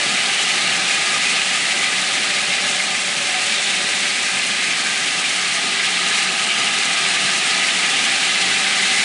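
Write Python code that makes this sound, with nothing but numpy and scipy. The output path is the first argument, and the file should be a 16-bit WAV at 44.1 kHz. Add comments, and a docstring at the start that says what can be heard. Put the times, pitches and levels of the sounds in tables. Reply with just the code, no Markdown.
"""Air and water rush in under the rim of a rotary tile cleaner drawn over a wet hallway floor.
The turbulent inflow excites resonances of rim gap, hood and hose, and air pockets ring in the water.
Hot jets hiss and spatter on the tile, and hard walls return early echoes of rim and jets.
The suction hose drones and a distant blower hums; the head recedes a little, then slowly nears."""
import sys
import numpy as np
from scipy import signal
from scipy.fft import rfft, irfft
from scipy.io import wavfile

SR = 44100
rng = np.random.default_rng(int(sys.argv[2]) if len(sys.argv) > 2 else 0)


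def pcm_store(signal):
    """Save signal as 16-bit PCM."""
    levels = np.round(np.clip(np.atleast_2d(signal), -1, 1) * 32767)
    wavfile.write(sys.argv[1], SR, levels.astype(np.int16).T)


N = 398656

# Spectrum of the inrush: f/Hz, relative level/dB
RUSH_SPECTRUM = [(60, -56.5), (300, -46), (950, -16.5), (1400, -10), (1850, -5.5), (2200, -4), (2700, -4),
                 (3100, -3), (3900, -5.5), (4800, -9.5), (6500, -24.5), (10500, -30)]
# Resonances of rim gap and wand: f/Hz, width/Hz, lift/dB
RIM_RESONANCES = [(1570, 64, 4.5), (1694, 80, 5.5), (2000, 190, 4), (2370, 320, 2.3), (2700, 130, 1.6),
                  (4220, 320, 2)]
# Gap hiss, lower in pitch as the seal tightens: f/Hz, width/Hz, level at 1 m/dB, tight-seal gain/dB
GAP_RESONANCES = [(2870, 420, -33.5, 6.5), (3780, 560, -32, 0)]
# Seal of rim on floor: t/s, tightness (-1 leaking, 1 tight), gain of the hollow tones/dB
RIM_SEAL = [(0, -0.73, 2), (1.15, 0.27, 1), (2.3, -0.63, 1), (3.4, -0.87, 0.5), (4.5, -0.51, -2),
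            (5.3, 0.2, 0), (6.15, 1, 1), (7.2, 0.84, 1), (9.04, -0.35, -2)]
# Hollow tones of hood and hose that swell or fade with the rim's seal:
# f/Hz, width/Hz, relative level/dB, tight-seal gain/dB
HOLLOW_TONES = [(582, 53, -9.5, -7), (679, 57, -8, 2.5), (780.5, 130, -1.5, 0), (1245, 124, 0.64, 2)]
# Spectrum of the jets: f/Hz, relative level/dB
JET_SPECTRUM = [(100, -51), (1500, -24), (4000, -0.5), (5500, 2.9), (7000, 2.5), (8200, 2.55), (9200, 0),
                (10400, -3.5)]
# Hoots, whistles and slurps: peak t/s, half length/s, f/Hz, width/Hz, nominal level/dB
WHISTLE_EVENTS = [(0.103, 0.06, 227, 120, -35.5), (0.35, 0.25, 2940, 90, -31), (0.74, 0.073, 190, 75, -38),
                  (0.927, 0.042, 2460, 38, -25.5), (1.11, 0.062, 1221, 30, -31),
                  (1.35, 0.13, 2490, 45, -30), (1.853, 0.046, 2026, 23, -25), (2.75, 0.2, 746, 21, -40),
                  (3.387, 0.08, 741, 13, -32.5), (3.65, 0.17, 3580, 440, -29.5),
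                  (4.45, 0.35, 2440, 290, -32.5), (4.87, 0.069, 1572, 32, -32),
                  (6.6, 0.15, 2900, 420, -27.5), (8.6, 0.61, 780, 50, -35.5), (8.95, 0.14, 2100, 260, -28)]
# Surges and chokes of the flow: peak t/s, half length/s, rush gain/dB, jet gain/dB
FLOW_SURGES = [(0.46, 0.05, 1.0, 1.2), (0.92, 0.022, 1.5, 2), (1.3, 0.061, 1.0, 1), (3.08, 0.18, -1.5, 0),
               (3.58, 0.07, 0, 0.4), (4.03, 0.037, 1.3, 0), (5.825, 0.04, 0.9, -1), (6.178, 0.054, 2, 2),
               (6.33, 0.063, -0.5, -1.5), (7.49, 0.024, 1, 2.5), (8.1, 0.16, 0.8, 0.5),
               (8.95, 0.053, 0.4, 2.2)]
# Spectrum of the hose flow: f/Hz, relative level/dB
HOSE_SPECTRUM = [(25, -48.5), (50, -25.5), (80, -22.5), (105, -14.5), (135, -1.5), (165, -4.5), (210, 2),
                 (255, 1.5), (300, -2.5), (420, -1.5), (520, -4), (650, -14.5), (1000, -6), (2500, -22.5)]
# Resonances of the hose: f/Hz, width/Hz, lift/dB
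HOSE_RESONANCES = [(142, 9.1, 0), (184, 35, 5), (274, 7.2, -3), (382, 62, 4), (670, 57, 11)]
# Blower tones: f/Hz, rms level/dB
BLOWER_TONES = [(184, -47.5), (278, -53), (391, -53), (746.5, -50.5)]
# Path of the cleaning head: t/s, distance from the listener/m
HEAD_PATH = [(0, 1.85), (0.9, 1.85), (2.0, 1.95), (4.5, 2.03), (5.6, 2.07), (7.0, 1.83), (9.04, 1.62)]

RUSH_DB, GURGLE_DB, JETS_DB, HOLLOW_DB, HOSE_DB = -15, -24, -20.5, -30.5, -30.5  # nominal, head at 1 m
JET_DISTANCE_EXPONENT = 0.66  # below 1 because hard walls scatter the hiss


def suction(slurp_db=0.38, flutter_db=1.0, water_db=-8):
    """Turbulence: air tears water through the rim gap; passing slugs modulate each band separately."""
    inflow = noise() + undb(water_db) * drops(rate=1500, spread_db=2.5)
    spectrum = rfft(colour(inflow, RUSH_SPECTRUM, RIM_RESONANCES))
    centres_hz = np.geomspace(1000, 8000, 10)
    rush = 0
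    for share in np.eye(len(centres_hz)):
        band = irfft(spectrum * np.interp(bins(), centres_hz, share), N)
        rush = rush + band * undb(flutter_db * walk(rate=24))
    return unit(rush) * undb(slurp_db * walk(rate=20))


def jets(sputter_db=0.83, spatter_db=-7):
    """Jet and impact noise: spinning jets hiss and throw fine droplets against tile and hood."""
    spray = noise() + undb(spatter_db) * drops(rate=2100, spread_db=4.0)
    return colour(spray, JET_SPECTRUM) * undb(sputter_db * walk(rate=26))


def drops(rate, spread_db):
    """Shot noise: droplets strike at random moments, a few much harder than the rest."""
    size = undb(spread_db * np.minimum(rng.exponential(size=N), 5))
    strikes = rng.random(N) < rate / SR
    return unit(strikes * size * np.sign(noise()))


def gurgle(rate=130, low_hz=2000, high_hz=2900, ring_s=0.0031, glide=0.016, spread_db=0.5):
    """Damped oscillation: air pockets open in the water at the rim, ring and slide a little in pitch."""
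    out = np.zeros(N + SR)
    t = np.arange(SR // 8) / SR
    age = t / ring_s
    for start, place, slide, size in rng.random((int(rate * N / SR), 4)):
        onset_hz = low_hz * (high_hz / low_hz) ** place
        hz = onset_hz * (1 + glide * (2 * slide - 1) * np.tanh(age / 2))
        pocket = age * np.exp(-age) * np.sin(2 * np.pi * np.cumsum(hz) / SR)
        i = int(start * N)
        out[i:i + len(t)] += pocket * undb(-spread_db * np.log(max(size, .05)))
    return unit(out[:N])


def blown(modes):
    """Forced resonance: airflow drives each mode; the seal favours some and stifles others."""
    tightness, _ = curves(RIM_SEAL)
    return sum(ring(noise(), hz, width) * undb(db + tight_db * tightness)
               for hz, width, db, tight_db in modes)


def hollow_tones():
    """Cavity resonance: the inrush excites the air in hood and hose."""
    _, gain_db = curves(RIM_SEAL)
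    return blown(HOLLOW_TONES) * undb(HOLLOW_DB + gain_db)


def whistles():
    """Lock-in: for a moment the inrush feeds a single resonance."""
    out = 0
    for peak_s, half_s, hz, width, db in WHISTLE_EVENTS:
        envelope = swell(peak_s, half_s)
        tone = envelope * ring(noise(), hz, width)
        out = out + tone * undb(db) * np.std(envelope) / np.std(tone)
    return out


def flow():
    """Amplitude modulation: rush and jets surge or choke as the rim rides over the tiles."""
    return undb(sum(np.outer((rush_db, jets_db), swell(peak_s, half_s))
                    for peak_s, half_s, rush_db, jets_db in FLOW_SURGES))


def hose(surge_db=1.05):
    """Duct resonance: wet air surges along the trailing hose and excites its low modes."""
    return colour(noise(), HOSE_SPECTRUM, HOSE_RESONANCES) * undb(surge_db * walk(rate=13))


def blower(wander=0.00599, fading_db=3.0):
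    """Rotor tones waver with the blower's load and fade in and out in the hallway's standing waves."""
    rotor_time = np.cumsum(1 + wander * walk(rate=3.9)) / SR
    hum = 0
    for hz, db in BLOWER_TONES:
        fading = undb(fading_db * walk(rate=0.84))
        hum = hum + undb(db) * unit(fading * np.sin(2 * np.pi * hz * rotor_time))
    return hum


def hallway(x, echo_db=-23, sway_s=0.00029, count=4):
    """Comb filtering: floor and wall echoes join the direct sound, their paths shifting with the head."""
    i = np.arange(N)
    delays_s = [lag + sway_s * walk(rate=0.596) for lag in np.geomspace(.003, .013, count)]
    echoes = sum(np.interp(i - SR * delay, i, x, left=0) for delay in delays_s)
    return x + undb(echo_db) * echoes


def colour(x, spectrum, modes=()):
    """Spectral shaping: a broad envelope carries resonant peaks; rms 1."""
    f = bins()
    hz, db = np.transpose(spectrum)
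    gain_db = np.interp(np.log(f), np.log(hz), db)
    for centre, width, lift in modes:
        gain_db = gain_db + lift / (1 + (2 * (f - centre) / width) ** 2)
    return unit(irfft(rfft(x) * undb(gain_db), N))


def ring(x, hz, width):
    """Two equal resonators in cascade give steep skirts; rms 1."""
    f = bins()
    detuning = (f / hz - hz / f) * hz / width
    return unit(irfft(rfft(x) / (1 + 1j * detuning) ** 2, N))


def walk(rate):
    """Low-pass noise: a smooth fluctuation with its cutoff at rate Hz; rms 1."""
    f = np.arange(N // 2 + 1) * SR / N
    return unit(irfft(rfft(noise()) / (1 + (f / rate) ** 4), N))


def swell(peak_s, half_s):
    """Gaussian envelope of standard deviation half_s."""
    return np.exp(-((np.arange(N) / SR - peak_s) / half_s) ** 2 / 2)


def noise():
    """White Gaussian noise."""
    return rng.standard_normal(N)


def curves(table):
    """Linear interpolation of a timed table's columns, one value per sample."""
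    times, *columns = np.transpose(table)
    return [np.interp(np.arange(N) / SR, times, column) for column in columns]


def bins():
    """Bin frequencies, at least 1 Hz."""
    return np.maximum(np.arange(N // 2 + 1) * SR / N, 1)


def undb(db):
    """Decibels to amplitude ratio."""
    return 10 ** (np.asarray(db) / 20)


def unit(x):
    """Normalisation to rms 1."""
    return x / np.sqrt(np.mean(x ** 2))


def scene():
    """Superposition: head, hose and blower add at one listening point."""
    spreading = 1 / curves(HEAD_PATH)[0]  # inverse-distance law
    rush_gain, jet_gain = flow()
    rim = undb(RUSH_DB) * suction() + undb(GURGLE_DB) * gurgle() + blown(GAP_RESONANCES)
    spray = undb(JETS_DB) * jets()
    head = hallway(spreading * rush_gain * rim + spreading ** JET_DISTANCE_EXPONENT * jet_gain * spray)
    drone = spreading * (hollow_tones() + undb(HOSE_DB) * hose())
    sound = head + drone + whistles() + blower()
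    return np.array([sound, sound])


def record(dry, cutoff_hz=10300):
    """Elliptic low-pass filtering cuts off the top treble steeply."""
    return signal.sosfilt(signal.ellip(12, .1, 80, cutoff_hz, fs=SR, output="sos"), dry)


dry = scene()
out = record(dry)
pcm_store(out)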